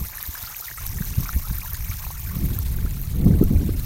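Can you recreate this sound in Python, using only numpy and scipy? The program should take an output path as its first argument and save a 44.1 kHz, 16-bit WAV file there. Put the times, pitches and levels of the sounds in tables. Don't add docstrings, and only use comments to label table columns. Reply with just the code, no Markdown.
import sys
import numpy as np
from scipy import signal
from scipy.fft import rfft, irfft, next_fast_len
from scipy.io import wavfile
from scipy.ndimage import uniform_filter1d, map_coordinates

SR = 44100
rng = np.random.default_rng(int(sys.argv[2]) if len(sys.argv) > 2 else 0)


def store_wav(level_fs):
    pcm = np.round(np.clip(np.atleast_2d(level_fs), -1, 1) * 32767)
    wavfile.write(sys.argv[1], SR, pcm.T.astype(np.int16))


N = 169785

# time in seconds, relative level in dB.
FLOW_DB = [(0, 0), (.9, 0), (1.5, -0.5), (2.1, -1), (2.7, -3), (3.2, -8), (3.85, -4.5)]


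def amp(db):
    return 10 ** (np.asarray(db) / 20)


def unit(x):
    return x / np.sqrt(np.mean(x ** 2) + 1e-20)


def curve(rows):
    return np.interp(np.arange(N) / SR, *np.transpose(rows))


def wobble(per_s):
    return map_coordinates(rng.standard_normal(int(N * per_s / SR) + 4), [np.arange(N) * per_s / SR])


def coloured(x, spectrum):
    m = 2 * next_fast_len(N // 2 + 8192)
    hz, db = np.transpose(spectrum)
    gain_db = np.interp(np.log(np.fft.rfftfreq(m, 1 / SR) + 1), np.log(hz), db)
    cepstrum = irfft(np.log(amp(gain_db)))
    cepstrum[1:m // 2] *= 2
    cepstrum[m // 2 + 1:] = 0
    return irfft(rfft(x, m) * np.exp(rfft(cepstrum)), m)[:N]


def noise(spectrum):
    return unit(coloured(rng.standard_normal(N), spectrum))


def placed(starts, grains):
    at = np.abs(np.round(starts * SR)).astype(int)[:, None] + np.arange(grains.shape[1])
    return np.bincount(at.ravel(), grains.ravel(), N)[:N]


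def shower(per_s, spread_db, clump):
    cumulative = np.cumsum(np.exp(clump * wobble(45)))
    when, strength = rng.random((int(per_s * N / SR), 2)).T
    starts = np.searchsorted(cumulative, when * cumulative[-1]) / SR
    return starts, -spread_db * np.log(strength + 0.0086)


def rings(starts, db, hz, cycles, rise, samples, attack_s=.00028):
    t = np.arange(samples) / SR
    life = (cycles / hz * np.exp(0.36 * rng.standard_normal(len(hz))))[:, None]
    tone = np.sin(2 * np.pi * hz[:, None] * t * (1 + rise * t / life / 2))
    return placed(starts, tone * amp(db[:, None] - 60 * t / life) * (1 - np.exp(-t / attack_s)))


def splats(starts, db, t60_s, spectrum, samples):
    t = np.arange(samples) / SR
    bursts = rng.standard_normal((len(db), samples)) * amp(db[:, None] - 60 * t / t60_s)
    return coloured(placed(starts, bursts), spectrum)


def glugs(gain_db=.5, start_ratio=.9, rise=.55, attack_s=.0009, churn_hz=260):
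    # start in seconds, relative level in dB, nominal pitch in Hz,
    # cycles to fall 60 dB, splashiness from 0 to 1.
    loud_bubbles = [(0.1817, -27.5, 1820, 52, 0.3), (0.237, -26, 1840, 44, 0.26),
                    (0.3517, -25, 1670, 50, 0.17), (0.472, -31.5, 1430, 59, 0.2),
                    (0.546, -24, 2540, 32, .7), (0.623, -34, 1370, 52, 0.14), (0.6805, -23, 2040, 65, 0.5),
                    (0.7128, -24.5, 1840, 48, .6), (0.509, -35, 1300, 52, 0.4), (.776, -23.5, 1960, 46, 1),
                    (.985, -29.5, 1920, 54, 0.4), (1.02, -31, 1680, 56, 0.7), (1.227, -34, 1140, 52, 0.3),
                    (1.252, -28, 1300, 60, 0.8), (1.2916, -15, 1330, 15, 0.13),
                    (1.33, -29, 1890, 135, 0.96), (1.5, -29.5, 1490, 57, 0.8),
                    (1.616, -26.5, 2480, 61, 0.3), (1.647, -30.5, 1000, 41, 0), (1.745, -28, 1840, 54, .35),
                    (1.913, -28, 2390, 48, .3), (2.04, -28.5, 1030, 28, 0.1), (2.067, -27, 1090, 16, .4),
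                    (2.104, -29, 1073, 41, 0.4), (2.29, -30.5, 1900, 76, 0.8), (2.862, -29, 1240, 23, 0.8),
                    (3.337, -31.5, 1580, 45, 0.3)]
    # frequency in Hz, gain in dB.
    slap_spectrum = [(400, -32), (900, -22), (1900, 2), (2800, -7), (4000, -32), (8000, -6), (16000, -29)]
    starts, db, hz, cycles, splashy = np.transpose(loud_bubbles)[:, :, None]
    t = np.arange(4000) / SR
    life = cycles / hz
    tone = np.exp(2j * np.pi * hz * start_ratio * t * (1 + rise * t / life / 2))
    white = rng.standard_normal((len(starts), len(t), 2)) @ [1, 1j]
    churn = signal.sosfiltfilt(signal.butter(2, churn_hz, fs=SR, output="sos"), white, padtype="even")
    churn = amp(-1.5 - 60 * t / life / 1.2) * churn / churn.std()
    envelope = np.sqrt(1 - splashy) * amp(-60 * t / life) + np.sqrt(splashy) * churn
    ringing = amp(db + gain_db) * np.imag(tone * envelope) * (1 - np.exp(-t / attack_s))
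    slaps = splats(starts[:, 0], db[:, 0] - 12, t60_s=.012, spectrum=slap_spectrum, samples=1500)
    return placed(starts[:, 0], ringing) + slaps


def ticks(gain_db=7.5, ring_hz=13400, t60_s=.0021, attack_s=.000094):
    # start in seconds, relative level in dB.
    loud_drops = [(.228, -12), (.2763, -18), (.4285, -15.5), (0.567, -16), (.8655, -12), (1.0526, -21),
                  (1.556, -22), (1.585, -17), (1.709, -25), (1.734, -12.5), (2.589, -9.5), (3.0157, -17),
                  (3.439, -14.5)]
    starts, db = np.transpose(loud_drops)
    t = np.arange(400) / SR
    hz = ring_hz * np.exp(0.032 * rng.standard_normal((len(starts), 1)))
    envelope = amp(db[:, None] + gain_db - 60 * t / t60_s) * (1 - np.exp(-t / attack_s))
    return placed(starts, envelope * np.sin(2 * np.pi * hz * t))


def splashes(bubbles_each=7, span_s=.012):
    # start in seconds, relative level in dB, middle pitch in Hz.
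    bursts = [(.205, -29, 3600), (.413, -27, 3770), (.46, -20.5, 4770), (.646, -28, 4100),
              (.945, -37, 5900), (1.326, -22, 7140), (1.744, -23.5, 5550)]
    starts, db, middle_hz = np.repeat(bursts, bubbles_each, axis=0).T
    late, soft = rng.random((2, len(starts)))
    hz = middle_hz * np.exp(0.184 * rng.standard_normal(len(starts)))
    return rings(starts + span_s * late, db - 4 * late - 6 * soft, hz, cycles=26.5, rise=.033, samples=1200)


def spatter(level_db=-40, ring_hz=13380):
    starts, db = shower(per_s=900, spread_db=3.6, clump=.33)
    hz = ring_hz * np.exp(0.073 * rng.standard_normal(len(starts)))
    return amp(level_db + curve(FLOW_DB)) * unit(rings(starts, db, hz, cycles=11, rise=0, samples=400))


def wash(level_db=-38.5, patchy_db=4):
    # frequency in Hz, gain in dB.
    spectrum = [(150, -12), (350, -11), (600, -11.5), (900, -2.5), (1400, -11.5), (2200, -4), (3100, -10),
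                (3800, -5), (4700, -7), (6400, -2), (7750, -9.5), (9500, -6.5), (10600, -9.5),
                (12200, -0.5), (13400, 2.5), (14800, 1), (16000, -6)]
    hiss = signal.stft(noise(spectrum), nperseg=256)[2]
    patches = uniform_filter1d(rng.standard_normal(hiss.shape), size=6, axis=0)
    patches = uniform_filter1d(patches, size=4, axis=1)
    patchy = signal.istft(hiss * amp(patchy_db * unit(patches)), nperseg=256)[1][:N]
    return amp(level_db + 0.83 * curve(FLOW_DB)) * unit(patchy)


def gurgle(level_db=-49.5, low_hz=978, high_hz=2577):
    starts, db = shower(per_s=170, spread_db=3.5, clump=.45)
    hz = low_hz * (high_hz / low_hz) ** rng.random(len(starts))
    chirps = rings(starts, db, hz, cycles=44, rise=.6, samples=2500)
    return amp(level_db + .7 * curve(FLOW_DB)) * unit(chirps)


def fizz(ping_db=-49.5, ping_hz=6100, speck_db=-51, speck_hz=9500):
    flow_db = curve(FLOW_DB)
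    starts, db = shower(per_s=300, spread_db=4, clump=.45)
    hz = ping_hz * np.exp(0.093 * rng.standard_normal(len(starts)))
    pings = unit(rings(starts, db, hz, cycles=8.3, rise=.13, samples=1000))
    starts, db = shower(per_s=700, spread_db=5, clump=.44)
    hz = speck_hz * np.exp(0.11 * rng.standard_normal(len(starts)))
    specks = unit(rings(starts, db, hz, cycles=11, rise=0, samples=400))
    return amp(ping_db + 5 * flow_db) * pings + amp(speck_db + flow_db) * specks


def patter():
    # time in seconds, level in dB.
    growth = [(1.4, -56.5), (2.6, -49.5)]
    # frequency in Hz, gain in dB.
    spectrum = [(600, -10.5), (1200, -6.5), (4300, 0.5), (5600, -11.5), (9500, -2), (16000, -6)]
    starts, db = shower(per_s=700, spread_db=1.5, clump=.35)
    return amp(curve(growth)) * unit(splats(starts, db, t60_s=.0054, spectrum=spectrum, samples=300))


def froth(level_db=-57, lumpy_db=8.5):
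    # frequency in Hz, gain in dB.
    spectrum = [(300, -31.5), (600, -3.5), (1100, 3), (1800, 3.5), (2600, -5.5), (4000, -21.5), (8000, -21)]
    return amp(level_db + curve(FLOW_DB)) * unit(amp(lumpy_db * wobble(40)) * noise(spectrum))


def wind(gust_db=-18.5, flutter_growth=2.37, wake_db=-15.5, wake_s=.004):
    # time in seconds, relative level in dB.
    strength = [(0, -24), (.12, -46.5), (.68, -49), (.87, -31.5), (1.05, -30.5), (1.24, -28.5),
                (1.295, -36), (1.36, -26.5), (1.445, -36), (1.55, -29.5), (1.69, -36), (1.8, -31),
                (2.12, -36.5), (2.42, -23), (2.7, -28.5), (2.81, -25), (3.09, -30), (3.28, -16.5),
                (3.46, -22.5), (3.6, -20.5), (3.85, -27)]
    # frequency in Hz, gain in dB.
    buffet_spectrum = [(10, -13.5), (25, 1.5), (60, -1), (100, -3.5), (160, -11.5), (250, -33.5),
                       (400, -38.5), (800, -42), (2000, -86)]
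    # frequency in Hz, gain in dB.
    flutter_spectrum = [(40, -41), (110, 1.5), (180, 6), (280, -2.5), (420, -11.5), (650, -25),
                        (1200, -41.5), (2500, -84)]
    # centre in seconds, relative level in dB,
    # pitch in Hz, half length in cycles.
    thumps = [(0.015, -21, 62.6, 0.76), (0.292, -23.5, 66, 0.47), (0.437, -31.5, 74.5, 0.51),
              (0.961, -23, 129, .5), (1.011, -13.5, 144, 0.38), (1.185, -10, 97, 0.3),
              (1.202, -18.5, 129, 0.76), (1.366, -15, 68.5, 0.55), (1.513, -15.5, 125, 0.37),
              (1.739, -20, 75.4, .45), (1.9, -18, 74, 0.25), (2.368, -16.5, 96, 0.29),
              (2.447, -17.5, 140, 0.73), (2.514, -14.5, 84.5, 0.68), (2.851, -12.5, 58.4, 0.49),
              (3.2669, -3, 187, 0.43), (3.289, -16.5, 198, .6), (3.31, -6.5, 156, 0.61),
              (3.352, -15, 80, 0.91), (3.415, -4.5, 230, 0.23), (3.428, -6.5, 333, 0.57),
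              (3.512, -8, 170, 0.4), (3.564, -7.5, 69, 0.73), (3.693, -14.5, 287, 0.37)]
    level_db = curve(strength)
    buffet = amp(level_db + 1.5 + 1.3 * wobble(22.48)) * noise(buffet_spectrum)
    centres, db, hz, cycles = np.transpose(thumps)[:, :, None]
    t = np.arange(N) / SR - centres
    eddies = amp(db + .5) * np.sin(2 * np.pi * t * hz) * np.exp(-(t * hz / cycles) ** 2 / 2)
    wakes = amp(db + wake_db) * np.exp(-(t / wake_s) ** 2)
    gusts = amp(gust_db - 2 + flutter_growth * (level_db - gust_db) + 2.6 * wobble(45))
    flutter = (gusts + wakes.sum(0)) * noise(flutter_spectrum)
    return buffet + eddies.sum(0) + flutter


def scene(surge_db=1.3, swell_db=.6):
    surge = amp(surge_db * wobble(110) + swell_db * wobble(12))
    spray = surge * (fizz() + spatter() + patter() + wash())
    return (glugs() + splashes() + gurgle() + froth() + ticks() + spray + wind())[None]


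def record(dry, overload=.9, top_hz=15900):
    rounded = dry / (1 + (dry / overload) ** 4) ** .25
    m = next_fast_len(N + 8192)
    in_band = np.fft.rfftfreq(m, 1 / SR) < top_hz
    return irfft(rfft(rounded, m) * in_band, m)[:, :N]


dry = scene()
out = record(dry)
store_wav(out)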